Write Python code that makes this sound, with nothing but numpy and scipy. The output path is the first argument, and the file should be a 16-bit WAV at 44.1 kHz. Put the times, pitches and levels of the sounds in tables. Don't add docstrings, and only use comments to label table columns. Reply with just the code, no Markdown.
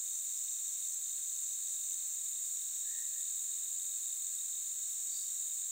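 import sys
import numpy as np
from scipy import signal
from scipy.fft import rfft, irfft, next_fast_len
from scipy.io import wavfile

SR = 44100
rng = np.random.default_rng(int(sys.argv[2]) if len(sys.argv) > 2 else 0)


def to_wav(sig):
    pcm = np.clip(np.atleast_2d(sig), -1, 1) * 32767
    pcm = np.round(pcm).astype(np.int16)
    wavfile.write(sys.argv[1], SR, pcm.T)


N = 251811
TIME = np.arange(N) / SR


def from_db(db):
    return 10 ** (np.asarray(db) / 20)


def rms_one(x):
    return x / np.sqrt(np.mean(x ** 2) + 1e-20)


def filtered(x, gain_at):
    size = next_fast_len(N + 8192)
    hz = np.maximum(np.arange(size // 2 + 1) * SR / size, 1)
    return irfft(rfft(x, size) * gain_at(hz), size)[:N]


def coloured(x, spectrum):
    points, levels = np.transpose(spectrum)
    return rms_one(filtered(x, lambda hz: from_db(np.interp(np.log(hz), np.log(points), levels))))


def drift(rate_hz):
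    return rms_one(filtered(rng.standard_normal(N), lambda hz: np.exp(-(hz / (rate_hz + 1)) ** 2)))


def tone(hz):
    return np.sqrt(2) * np.sin(2 * np.pi * np.cumsum(hz) / SR)


def gate(start_s, end_s, edge_s):
    return np.clip(np.minimum(TIME - start_s, end_s - TIME) / edge_s + .5, 0, 1)


def rasp(centre_hz, width_hz):
    noise = rng.standard_normal(N)
    return rms_one(filtered(noise, lambda hz: 1 / (1 + (2 * (hz - centre_hz) / width_hz) ** 4)))


def strokes(per_s, sharpness, wander):
    turns = np.cumsum(per_s * (1 + wander * drift(4))) / SR + rng.random()
    return rms_one(np.exp(sharpness * np.cos(2 * np.pi * turns)))


def forest(x, wet, t60_s):
    age = np.arange(SR) / SR
    echoes = rng.standard_normal(SR) * from_db(-60 * age / t60_s) * (1 - np.exp(-age / 0.012))
    cloud = signal.fftconvolve(x, echoes)[:N]
    return np.sqrt(1 - wet) * x + np.sqrt(wet) * np.std(x) * rms_one(cloud)


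def breeze(corner_hz=60, gust_db=7.5):
    rumble = filtered(rng.standard_normal(N), lambda hz: 1 / (1 + (hz / corner_hz) ** 2))
    return rms_one(rumble * from_db(gust_db * drift(8)))


def foliage():
    # frequency_hz, level_db
    leaf_spectrum = [(25, -33), (90, -29), (170, -27), (260, -22), (400, -17.5), (630, -12), (950, -7),
                     (1700, -1.7), (3000, 0), (5000, 1), (11000, 1.04), (16000, -0.2)]
    return coloured(rng.standard_normal(N), leaf_spectrum)


def chorus(groups=4):
    # frequency_hz, level_db
    shrill_band = [(3000, -88), (4950, -53.5), (5500, -26), (6000, -20), (6500, -7.5), (6900, -2.5),
                   (7250, 0), (8000, -3), (8500, -8.5), (9100, -13.5), (9500, -23.5), (10000, -32.5),
                   (11000, -44.5)]
    overtone_band = [(6000, -84.5), (11000, -28), (12100, -17.5), (13050, -7), (13850, -1), (14550, 3),
                     (15250, -1), (15750, -3), (17000, -29)]
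    rates_hz = np.linspace(83, 87, groups)
    buzz = sum(rng.standard_normal(N) * strokes(hz, sharpness=0.15, wander=.012) for hz in rates_hz)
    shrill = from_db(-39) * coloured(buzz, shrill_band)
    overtone = from_db(-53) * coloured(buzz, overtone_band)
    return from_db(0.14 * drift(2.6)) * (shrill + overtone)


def pips(half_width_s=0.011, fall=0.081):
    # centre_s, pitch_hz, level_db
    notes = [(.376, 5270, -62), (2.45, 4750, -65)]
    out = np.zeros(N)
    for centre_s, hz, db in notes:
        along = (TIME - centre_s) / half_width_s
        out += from_db(db) * np.exp(-.5 * along ** 2) * tone(hz * (1 - fall * np.tanh(along)))
    return forest(out, wet=0.32, t60_s=0.29)


def bird(notes, attack_s, release_s, scoop_hz, scoop_s, warble_per_s, warble_hz, rough_hz, undertone_db):
    turns = np.cumsum(warble_per_s * (1 + .25 * drift(30))) / SR
    warble = warble_hz * np.sin(2 * np.pi * turns) + rough_hz * drift(240)
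    out = np.zeros(N)
    for start, length, top_hz, db in notes:
        age = np.maximum(TIME - start, 0)
        level = np.clip(np.minimum(age / attack_s, (length - age) / release_s), 0, 1)
        hz = top_hz - scoop_hz * np.exp(-age / scoop_s) + warble
        out += from_db(db) * level * (tone(hz) + from_db(undertone_db) * tone(hz / 2))
    return out


def far_bird():
    # start_s, length_s, top_pitch_hz, level_db
    whistles = [(2.81, 0.25, 1897, -62.5), (3.08, 0.16, 1930, -68.5), (3.41, 0.26, 1896, -75.5)]
    song = bird(whistles, attack_s=0.066, release_s=.08, scoop_hz=330, scoop_s=.06,
                warble_per_s=40, warble_hz=52, rough_hz=46, undertone_db=-25)
    return forest(song, wet=0.78, t60_s=0.54)


def small_bird():
    # start_s, length_s, top_pitch_hz, level_db
    twitter = [(5.07, 0.15, 4600, -56.5)]
    song = bird(twitter, attack_s=.05, release_s=.04, scoop_hz=248, scoop_s=.025,
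                warble_per_s=100, warble_hz=190, rough_hz=125, undertone_db=-38)
    return forest(song, wet=0.81, t60_s=0.32)


def tree_cricket(trills, pitch_hz, sweep_hz, half_width_s, uneven_db, jitter_hz):
    level, slide = np.zeros(N), np.zeros(N)
    for start, end, first_rate, last_rate in trills:
        rate = np.interp(TIME, [start, end], [first_rate, last_rate])
        turns = np.cumsum(rate) / SR - start * first_rate
        along = (turns - np.round(turns)) / rate / half_width_s
        singing = (turns > -.5) & (TIME < end)
        level += singing * np.exp(-.5 * along ** 2)
        slide += singing * np.tanh(along)
    level *= from_db(uneven_db * drift(19))
    return rms_one(level * tone(pitch_hz + sweep_hz * slide + jitter_hz * drift(113.8)))


def tree_cricket_pair():
    # start_s, end_s, first_pulse_rate_hz, last_pulse_rate_hz
    near_trills = [(.0125, .5, 42.4, 42.4), (.5196, 5.72, 42.41, 42.34)]
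    far_trills = [(.0105, 5.72, 43.7, 43.93)]
    near = from_db(-60.5) * tree_cricket(near_trills, pitch_hz=3748, sweep_hz=71.5,
                                         half_width_s=0.0023, uneven_db=1.93, jitter_hz=21.5)
    far = from_db(-68.5) * tree_cricket(far_trills, pitch_hz=4284, sweep_hz=90,
                                        half_width_s=.003, uneven_db=1.5, jitter_hz=45.76)
    return forest(near, wet=.18, t60_s=0.56) + forest(far, wet=0.17, t60_s=0.34)


def buzzing_bush_cricket(pitch_hz=5690, growth_db=4, rise_hz=70):
    # start_s, end_s, final_level_db
    bouts = [(0.3, 0.949, -63), (2.405, 3.047, -62.5), (4.806, 5.39, -61)]
    level, effort = np.zeros(N), np.zeros(N)
    for start, end, db in bouts:
        singing = gate(start, end, edge_s=0.018)
        level += from_db(db) * singing
        effort += singing * np.clip((TIME - end) / (end - start), -1, 0)
    level *= from_db(growth_db * effort) * strokes(per_s=94, sharpness=1.5, wander=0.0081)
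    return level * tone(pitch_hz + rise_hz * effort + 55 * drift(200))


def chirping_bush_cricket(count=11, first_s=.06, every_s=.195, length_s=0.14):
    starts = first_s + every_s * np.arange(count)
    level = from_db(-52.5) * sum(gate(start, start + length_s, edge_s=0.012) for start in starts)
    return level * strokes(per_s=87.5, sharpness=1.8, wander=0.01) * rasp(centre_hz=6330, width_hz=770)


def scene():
    air = from_db(-111) * breeze() + from_db(-58) * foliage()
    distant_crickets = from_db(-65) * rasp(centre_hz=3900, width_hz=880)
    background = air + distant_crickets + chorus()
    calls = pips() + far_bird() + small_bird()
    bush_crickets = forest(buzzing_bush_cricket() + chirping_bush_cricket(), wet=0.052, t60_s=0.25)
    return (background + calls + tree_cricket_pair() + bush_crickets)[None]


def record(dry):
    cutoff_hz, edge_hz = 15770, 60
    return filtered(dry[0], lambda hz: np.clip((cutoff_hz - hz) / edge_hz + .5, 0, 1))[None]


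dry = scene()
out = record(dry)
to_wav(out)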